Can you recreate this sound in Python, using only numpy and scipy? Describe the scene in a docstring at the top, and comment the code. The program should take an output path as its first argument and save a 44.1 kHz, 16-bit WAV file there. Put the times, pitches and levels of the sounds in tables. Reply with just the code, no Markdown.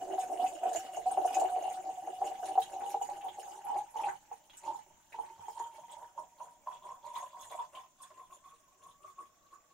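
"""In a small, hard kitchen, coffee pours unevenly into a glass bottle of ice and water.
Two microphones, set apart, hear it over a faint hum and hiss and the low drone of the shaken table.
Fine spray fizzes and snaps on the ice. The stream drags air under, and its bubbles and plops
ring the air above the liquid, whose note rises as the bottle fills."""
import sys
import numpy as np
from scipy import signal
from scipy.fft import rfft, irfft, next_fast_len
from scipy.io import wavfile
from scipy.ndimage import uniform_filter1d

SR = 44100
rng = np.random.default_rng(int(sys.argv[2]) if len(sys.argv) > 2 else 0)


def to_wav(s):
    """Save 16-bit WAV."""
    ch = np.atleast_2d(s).T  # columns
    pcm = np.round(np.clip(ch, -1, 1) * 32767)  # PCM
    wavfile.write(sys.argv[1], SR, pcm.astype(np.int16))


N = 429093


def amp(db):
    """Turns decibels into a number to multiply by."""
    return 10 ** (np.asarray(db) / 20)


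def unit_rms(x):
    """Scales a sound so that its average strength (rms) is 1."""
    return x / np.sqrt(np.mean(x ** 2) + 1e-20)


def over_time(rows, column=1):
    """Joins a table's points in time with straight lines, one value a sample."""
    rows = np.array(rows)
    return np.interp(np.arange(N) / SR, rows[:, 0], rows[:, column])


def over_pitch(rows, hz, column=1):
    """Looks up a table at the frequencies hz."""
    rows = np.array(rows)
    return np.interp(np.log(hz + 1), np.log(rows[:, 0] + 1), rows[:, column])


def resonate(x, hz, width_hz):
    """Makes x ring at a gliding pitch; a narrower width rings longer."""
    turn = np.exp(2j * np.pi * np.cumsum(hz) / SR)
    decay = np.exp(-np.pi * width_hz / SR)
    return 2 * (turn * signal.lfilter([1 - decay], [1, -decay], x / turn + 1e-18)).real


def clicks(per_s, spread_db):
    """Scattered clicks, up or down at random; most are small, a few large."""
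    when, size = rng.random((2, N))
    size_db = spread_db * np.minimum(-np.log(size + 1e-9), 4)
    chance = per_s / SR / 2
    return amp(size_db) * ((when < chance) * 1. - (when > 1 - chance))


def bubble(hz, cycles, rise):
    """A fading tone with a soft start; its pitch climbs as the bubble nears the surface."""
    turns = np.arange(int(4 * cycles * SR / hz)) * hz / SR
    shape = (1 - np.exp(-turns)) * np.exp(-turns / cycles)
    return shape * np.sin(2 * np.pi * turns * (1 + rise * turns / cycles))


def bubbles(kicks, pitches_hz, cycles, rise):
    """Every click becomes a bubble of a random size; gives one track for each size."""
    size = rng.integers(0, len(pitches_hz), N)
    return np.array([unit_rms(signal.oaconvolve(kicks * (size == k), bubble(hz, cycles, rise))[:N])
                     for k, hz in enumerate(pitches_hz)])


# how alike the room sounds on the left and right: f/Hz, likeness (0 to 1)
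LIKENESS = [(60, 0.28), (700, 0.7), (1300, 0)]
def two_sides(left, other, hz):
    """Blends two unrelated spectra into left and right; low notes come out partly alike."""
    same = np.clip(over_pitch(LIKENESS, hz), 0, 1)[:, None]
    return np.array([left, same * left + np.sqrt(1 - same ** 2) * other])


# tone of the background: f/Hz, relative level/dB
HUSH_TONE = [(30, 6.5), (50, -4.5), (340, -2.5), (500, -32.5), (600, -0.5), (1500, -11.5), (3400, -14.5),
             (4500, -22), (6200, -5.5), (7500, -3.5), (8100, -44), (15900, -10)]
# loudness of the background: t/s, level/dB
HUSH_LEVEL = [(0, -62), (5, -67), (9.73, -70)]
def hush():
    """Room hum and microphone hiss: noise with faint louder and softer patches."""
    frames, hz = N // 256 + 5, np.fft.rfftfreq(1024, 1 / SR)
    a, b, c, d, patches = rng.standard_normal((frames, 513, 5)).T
    patches = uniform_filter1d(patches, size=10, axis=0)  # smooth across pitch
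    patches = unit_rms(uniform_filter1d(patches, size=14, axis=1))  # and across time
    spectra = two_sides(a + 1j * b, c + 1j * d, hz)
    spectra *= amp(over_pitch(HUSH_TONE, hz)[:, None] + 1.8 * patches)
    noise = signal.istft(spectra, nperseg=1024, noverlap=768)[1][:, :N]
    return amp(over_time(HUSH_LEVEL)) * unit_rms(noise)


# low notes of the table top: f/Hz, width/Hz, relative level/dB
TABLE_NOTES = [(100, 11, -0.5), (156, 15, -1)]
# soft knocks that shake it: t/s, relative level/dB
TABLE_THUDS = [(0.772, -73), (5.391, -71.5)]
def table_top(flow_db):
    """The churning and a few soft thuds make the table hum under the bottle."""
    shake = rng.standard_normal(N) * amp(-58 + 0.44 * flow_db)
    for start, db in TABLE_THUDS:
        shake[round(start * SR):][:200] += amp(db) * np.hanning(200)
    hum = np.zeros(N)
    for hz, width, db in TABLE_NOTES:
        ring = signal.lfilter(*signal.iirpeak(hz, hz / width, SR), shake)
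        hum += amp(db) * np.sqrt(SR / width / 2 / np.pi) * ring
    return hum


# how long the echoes last: f/Hz, time to fade by 60 dB/s
ECHO_FADE = [(600, 0.083), (3000, 0.16), (15000, 0.062)]
def kitchen(x, echo_db):
    """The direct sound, a little later on one side, then echoes that fade at each pitch's own speed."""
    echoes = np.zeros((2, 2, SR // 3))  # microphone, spot where the stream lands, sample
    slots = np.arange(130, SR // 3 - 24, 24)
    arrivals = slots + rng.integers(0, 24, (2, 2, len(slots)))
    np.put_along_axis(echoes, arrivals, rng.choice([-1., 1.], arrivals.shape), 2)
    hz, t, (left, other) = signal.stft(echoes, SR, nperseg=256)
    fade = amp(-60 * t / over_pitch(ECHO_FADE, hz)[:, None])
    room = signal.istft(two_sides(left, other, hz) * fade, SR, nperseg=256)[1]
    room *= amp(echo_db) / np.linalg.norm(room, axis=2)[..., None]
    room[[0, 1, 0, 1], [0, 0, 1, 1], [3, 0, 1, 2]] += 1  # direct sound, 0 to 3 samples late
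    room /= np.linalg.norm(room[0, 0])
    spot = np.cos(2 * np.pi * 2.3 * np.arange(N) / SR) ** 2  # the stream wanders between two spots
    heard = signal.oaconvolve((x * [spot, 1 - spot])[None], room, axes=2)
    return heard.sum(1)[:, :N]


# tone at each microphone: f/Hz, left level/dB, right level/dB
SIDE_TONE = [(229.7, -4.5, -2), (497, -2, 2), (495, -14, -13), (570, 8.5, 11.5), (1300, 5.5, 4.5),
             (6090, -4.5, 0), (8530, 8.5, 8)]
# low notes of the room (standing waves): f/Hz
ROOM_NOTES = [313, 374, 460]
def room_colour(x, note_width_hz=26):
    """Bounces off the table and walls colour each side, and the room boosts its own low notes."""
    size = next_fast_len(N, True)
    hz = np.fft.rfftfreq(size, 1 / SR)
    sides = amp([over_pitch(SIDE_TONE, hz), over_pitch(SIDE_TONE, hz, column=2)])
    notes = sum(1 / (1 + 2j * (hz - f) / note_width_hz) for f in ROOM_NOTES)
    return irfft(rfft(x, size) * sides * (1 + amp(2) * notes), size)[:, :N]


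def swells(rows, floor_db, rise_db_per_s, fall_db_per_s):
    """A level in dB: each row (start, hold, level) rises, holds and falls on top of a floor."""
    t, step = np.arange(N) / SR, 64
    start, hold, db = np.transpose(rows)[..., None]
    age = t[::step] - start
    swell_db = db + rise_db_per_s * np.minimum(age, 0) - fall_db_per_s * np.maximum(age - hold, 0)
    power = amp(2 * swell_db).sum(0) + amp(2 * floor_db[::step])
    return np.interp(t, t[::step], 10 * np.log10(power))


# bursts of spray off the ice: t/s, level/dB
SPRAY_BURSTS = [(0.197, -51.5), (0.471, -52.5), (0.76, -44), (0.941, -52.5), (1.251, -51), (1.347, -48.5),
                (1.71, -54), (2.25, -57), (2.44, -49.5), (2.604, -49.5), (2.885, -50), (3.023, -53),
                (3.399, -57), (3.514, -59), (3.96, -55.5), (4.58, -60.5), (5.485, -54), (5.598, -65),
                (5.921, -66), (6.419, -66), (7.159, -51), (7.418, -55), (7.514, -53.5), (7.758, -60),
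                (8.024, -59.5), (8.324, -62.5), (9.064, -67), (9.197, -71)]
# fine mist between bursts: t/s, relative level/dB
SPRAY_MIST = [(0, -44), (9.73, -48.5)]
def spray_level(flow_db):
    """Strength of the spray in dB: short bursts over a mist that follows the stream."""
    bursts = [(peak, 0, db) for peak, db in SPRAY_BURSTS]
    mist_db = over_time(SPRAY_MIST) + 0.44 * flow_db
    return swells(bursts, mist_db, rise_db_per_s=548, fall_db_per_s=220.5)


# tone of the fizz: f/Hz, relative level/dB
FIZZ_TONE = [(2500, -39), (4000, -16), (5200, -3.5), (6900, 8.5), (7900, -1.5), (8700, -1), (11000, -7),
             (15500, -12)]
def fizz(spray_db):
    """Bursting droplets crackle and give tiny pings."""
    hz = np.fft.rfftfreq(256, 1 / SR)
    crack = np.fft.fftshift(irfft(amp(over_pitch(FIZZ_TONE, hz)))) * np.hanning(256)
    bursts = clicks(per_s=2500, spread_db=7.0)
    pings = bubbles(bursts, np.geomspace(4000, 15500, num=18), cycles=9, rise=0.01).sum(0)
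    crackle = signal.oaconvolve(unit_rms(bursts) + amp(4.5) * unit_rms(pings), crack, "same")
    return amp(spray_db) * unit_rms(crackle)


# single sharp hits on the ice: t/s, relative level/dB, f/Hz
ICE_SNAPS = [(0.463, -32.5, 2795), (0.731, -24.5, 6630), (1.1123, -30.5, 8500), (1.326, -35, 5370),
             (1.342, -28, 2530), (1.344, -21.5, 6560), (1.3978, -25.5, 7080), (2.618, -28, 3510),
             (3.2117, -40, 2900), (3.284, -36.5, 3340), (3.644, -41.5, 11000), (4.036, -35.5, 2560),
             (4.087, -30.5, 1560), (4.498, -41, 3320), (4.534, -41, 2960), (4.571, -38, 7500),
             (5.123, -34.5, 2260), (5.5922, -33, 6760), (5.747, -47, 2230), (5.913, -36, 8060),
             (5.921, -40, 3400), (7.153, -33.5, 3410), (7.4283, -39, 3470), (7.7511, -33, 3010),
             (8.019, -37, 8800), (8.909, -51, 3450)]
def ice_snaps(ring_cycles=55, clatter_s=0.03):
    """Spray snaps on the ice: a short ring inside a rough clatter."""
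    out, t = np.zeros(N), np.arange(2000) / SR
    rough = unit_rms(uniform_filter1d(rng.standard_normal((len(ICE_SNAPS), len(t))), size=40))
    for (start, db, hz), grit in zip(ICE_SNAPS, rough):
        shape = amp(-60 * t * hz / ring_cycles) + amp(-2) * grit * amp(-60 * t / clatter_s)
        part = out[round(start * SR):][:len(t)]
        part += (amp(db - 7.5) * shape * np.sin(2 * np.pi * hz * t))[:len(part)]
    return out


# the stream between gushes, thinning as the pour slows: t/s, level/dB
STREAM_TRICKLE = [(0, -43.5), (1.5, -48), (3.5, -49.5), (4.2, -65.5), (7.93, -80.5), (8.55, -72),
                  (9.73, -73.5)]
# gushes that drag air under: t/s, hold/s, level/dB
STREAM_GUSHES = [(0.397, 0.028, -31), (0.631, 0.056, -37), (1.066, 0.61, -40), (1.364, 0.12, -35.5),
                 (1.633, 0.088, -43), (2.212, 0.1, -41.5), (2.433, 0.069, -36.5), (2.734, 0.13, -41.5),
                 (3.095, 0.0095, -38), (3.233, 0.054, -42.5), (3.66, 0.038, -41), (3.75, 0.012, -30),
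                 (3.965, 0.038, -36), (4.035, 0.051, -33), (4.312, 0.013, -53), (4.64, 0.11, -41.5),
                 (5.15, 0.14, -51), (5.375, 0.13, -52), (5.578, 0.046, -39.5), (5.728, 0.12, -54),
                 (5.887, 0.058, -49.5), (6.004, 0.038, -52.5), (6.183, 0.0065, -45.5),
                 (6.387, 0.089, -56.5), (6.671, 0.081, -51.5), (6.84, 0.089, -48), (7.046, 0.031, -46),
                 (7.145, 0.094, -42), (7.321, 0.13, -53.5), (7.51, 0.036, -45), (7.59, 0.0099, -40),
                 (7.737, 0.076, -52), (8.002, 0.11, -56.5), (8.182, 0.024, -53.5), (8.316, 0.0034, -54),
                 (8.443, 0.095, -59.5), (8.832, 0.04, -50.5), (9.048, 0.011, -49.5), (9.191, 0.006, -50),
                 (9.526, 0.0083, -55)]
def flow_level():
    """Strength of the stream in dB: sudden gushes over a trickle."""
    return swells(STREAM_GUSHES, over_time(STREAM_TRICKLE), rise_db_per_s=791, fall_db_per_s=317.5)


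# big bubbles, fainter as the coffee's fall shortens: t/s, relative level/dB, typical f/Hz
BIG_BUBBLES = [(0, -52.5, 405), (3.4, -64, 427.4), (4.3, -78.5, 435), (5.5, -77, 410), (5.85, -69.5, 708.5),
               (7.7, -66, 795), (8.0, -79, 540), (9.73, -84.5, 392)]
def deep_bubbles(churn, flow_db):
    """Big pockets of trapped air ring low and swell with each gush."""
    pitches_hz = np.geomspace(280, 900, num=10)
    typical_hz = over_time(BIG_BUBBLES, column=2)
    nearness = np.exp(-(np.log(pitches_hz[:, None] / typical_hz) / 0.51) ** 2)
    deep = unit_rms((nearness * bubbles(churn, pitches_hz, cycles=2.94, rise=0.015)).sum(0))
    surge_db = flow_db - uniform_filter1d(flow_db, size=SR)  # compared with the one-second average
    return amp(over_time(BIG_BUBBLES) + 0.78 * surge_db) * deep


AIR_WIDTH_HZ = 52
def bottle_air(kicks, note_hz):
    """The bottle's lowest note: the mouth softens each kick, and the air inside rings on."""
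    softened = resonate(kicks, note_hz, width_hz=150)
    return resonate(softened, note_hz, AIR_WIDTH_HZ)


# single plops that stand out: t/s, relative level/dB
LOUD_PLOPS = [(0.135, -20), (0.181, -20), (0.317, -21.5), (0.355, -25.5), (0.393, -29), (0.441, -19.5),
              (0.632, -21.5), (0.658, -28.5), (0.713, -25.5), (0.748, -17.5), (0.97, -19.5), (1.058, -21),
              (1.113, -19.5), (1.173, -10.5), (1.247, -11.5), (1.368, -13.5), (1.415, -11.5),
              (1.438, -18.5), (1.891, -23), (2.073, -22), (2.216, -14), (2.429, -23), (2.554, -18),
              (2.576, -9), (2.943, -14.5), (3.013, -21), (3.653, -34), (3.728, -22.5), (3.958, -22),
              (4.314, -25.5), (5.143, -29.5), (5.187, -20.5), (5.482, -22.5), (6.177, -24.5),
              (6.403, -28.5), (6.671, -20), (6.889, -28.5), (6.907, -31), (7.042, -32.5), (7.159, -23.5),
              (7.228, -31.5), (7.59, -25), (8.321, -45), (9.042, -42)]
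def plops(note_hz):
    """Each plop kicks the air in the bottle and traps one big bubble."""
    kicks, glugs = np.zeros((2, N))
    bubble_hz = over_time(BIG_BUBBLES, column=2)
    for start, db in LOUD_PLOPS:
        at = round(start * SR)
        kicks[at] = amp(db - 8.0) * SR / (2 * np.pi * AIR_WIDTH_HZ)
        glug = amp(db - 22.5) * bubble(bubble_hz[at], cycles=3.2, rise=0.024)
        glugs[at:][:len(glug)] += glug
    return bottle_air(kicks, note_hz) + glugs


# notes of the shrinking air space: t/s, lowest f/Hz, neck f/Hz, relative neck level/dB
BOTTLE_NOTES = [(0, 725, 2916, 0.5), (1.8, 752.2, 2890, -1), (5, 883.3, 3057, -3.5),
                (7.2, 995.6, 3430, -2.5), (9.73, 1149, 3510, -9)]
def splash(churn, flow_db, spray_db):
    """Middle-sized bubbles and the ring of the bottle's neck follow both the stream and the spray."""
    kicks = churn + clicks(per_s=2000, spread_db=9.0)
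    drops = unit_rms(bubbles(kicks, np.geomspace(1200, 4000, num=14), cycles=2.2, rise=0.069).sum(0))
    neck_hz, neck_db = over_time(BOTTLE_NOTES, column=2), over_time(BOTTLE_NOTES, column=3)
    neck = unit_rms(resonate(clicks(per_s=300, spread_db=7.0), neck_hz, width_hz=160))
    return amp(0.27 * flow_db + 0.53 * spray_db - 19.5) * unit_rms(drops + amp(neck_db) * neck)


def gurgle(churn, flow_db):
    """Churning and plops ring the bottle's rising note, with deep bubbles below it."""
    slosh = np.interp(np.arange(N) / SR, np.arange(0, 10, .04), rng.standard_normal(250))
    note_hz = over_time(BOTTLE_NOTES) * (1 + 0.025 * slosh)  # the heaving surface shifts the note
    churning = amp(flow_db - 5.0) * unit_rms(bottle_air(churn, note_hz))
    return churning + plops(note_hz) + deep_bubbles(churn, flow_db)


def scene():
    """The pour echoes in the kitchen, over the hush and the humming table."""
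    churn = clicks(per_s=320, spread_db=3.8)  # air dragged under by the stream
    flow_db = flow_level()
    spray_db = spray_level(flow_db)
    pour = kitchen(gurgle(churn, flow_db), echo_db=3.6)
    pour += kitchen(splash(churn, flow_db, spray_db), echo_db=1.0)
    pour += kitchen(fizz(spray_db) + ice_snaps(), echo_db=5)  # deep in the glass, so mostly echoes
    return room_colour(pour) + hush() + table_top(flow_db)


def record(dry, top_hz=15770):
    """Cuts away the very highest treble."""
    lowpass = signal.firwin(511, top_hz, window=("kaiser", 9), fs=SR)
    return signal.oaconvolve(dry, lowpass[None], "same")


dry = scene()
out = record(dry)
to_wav(out)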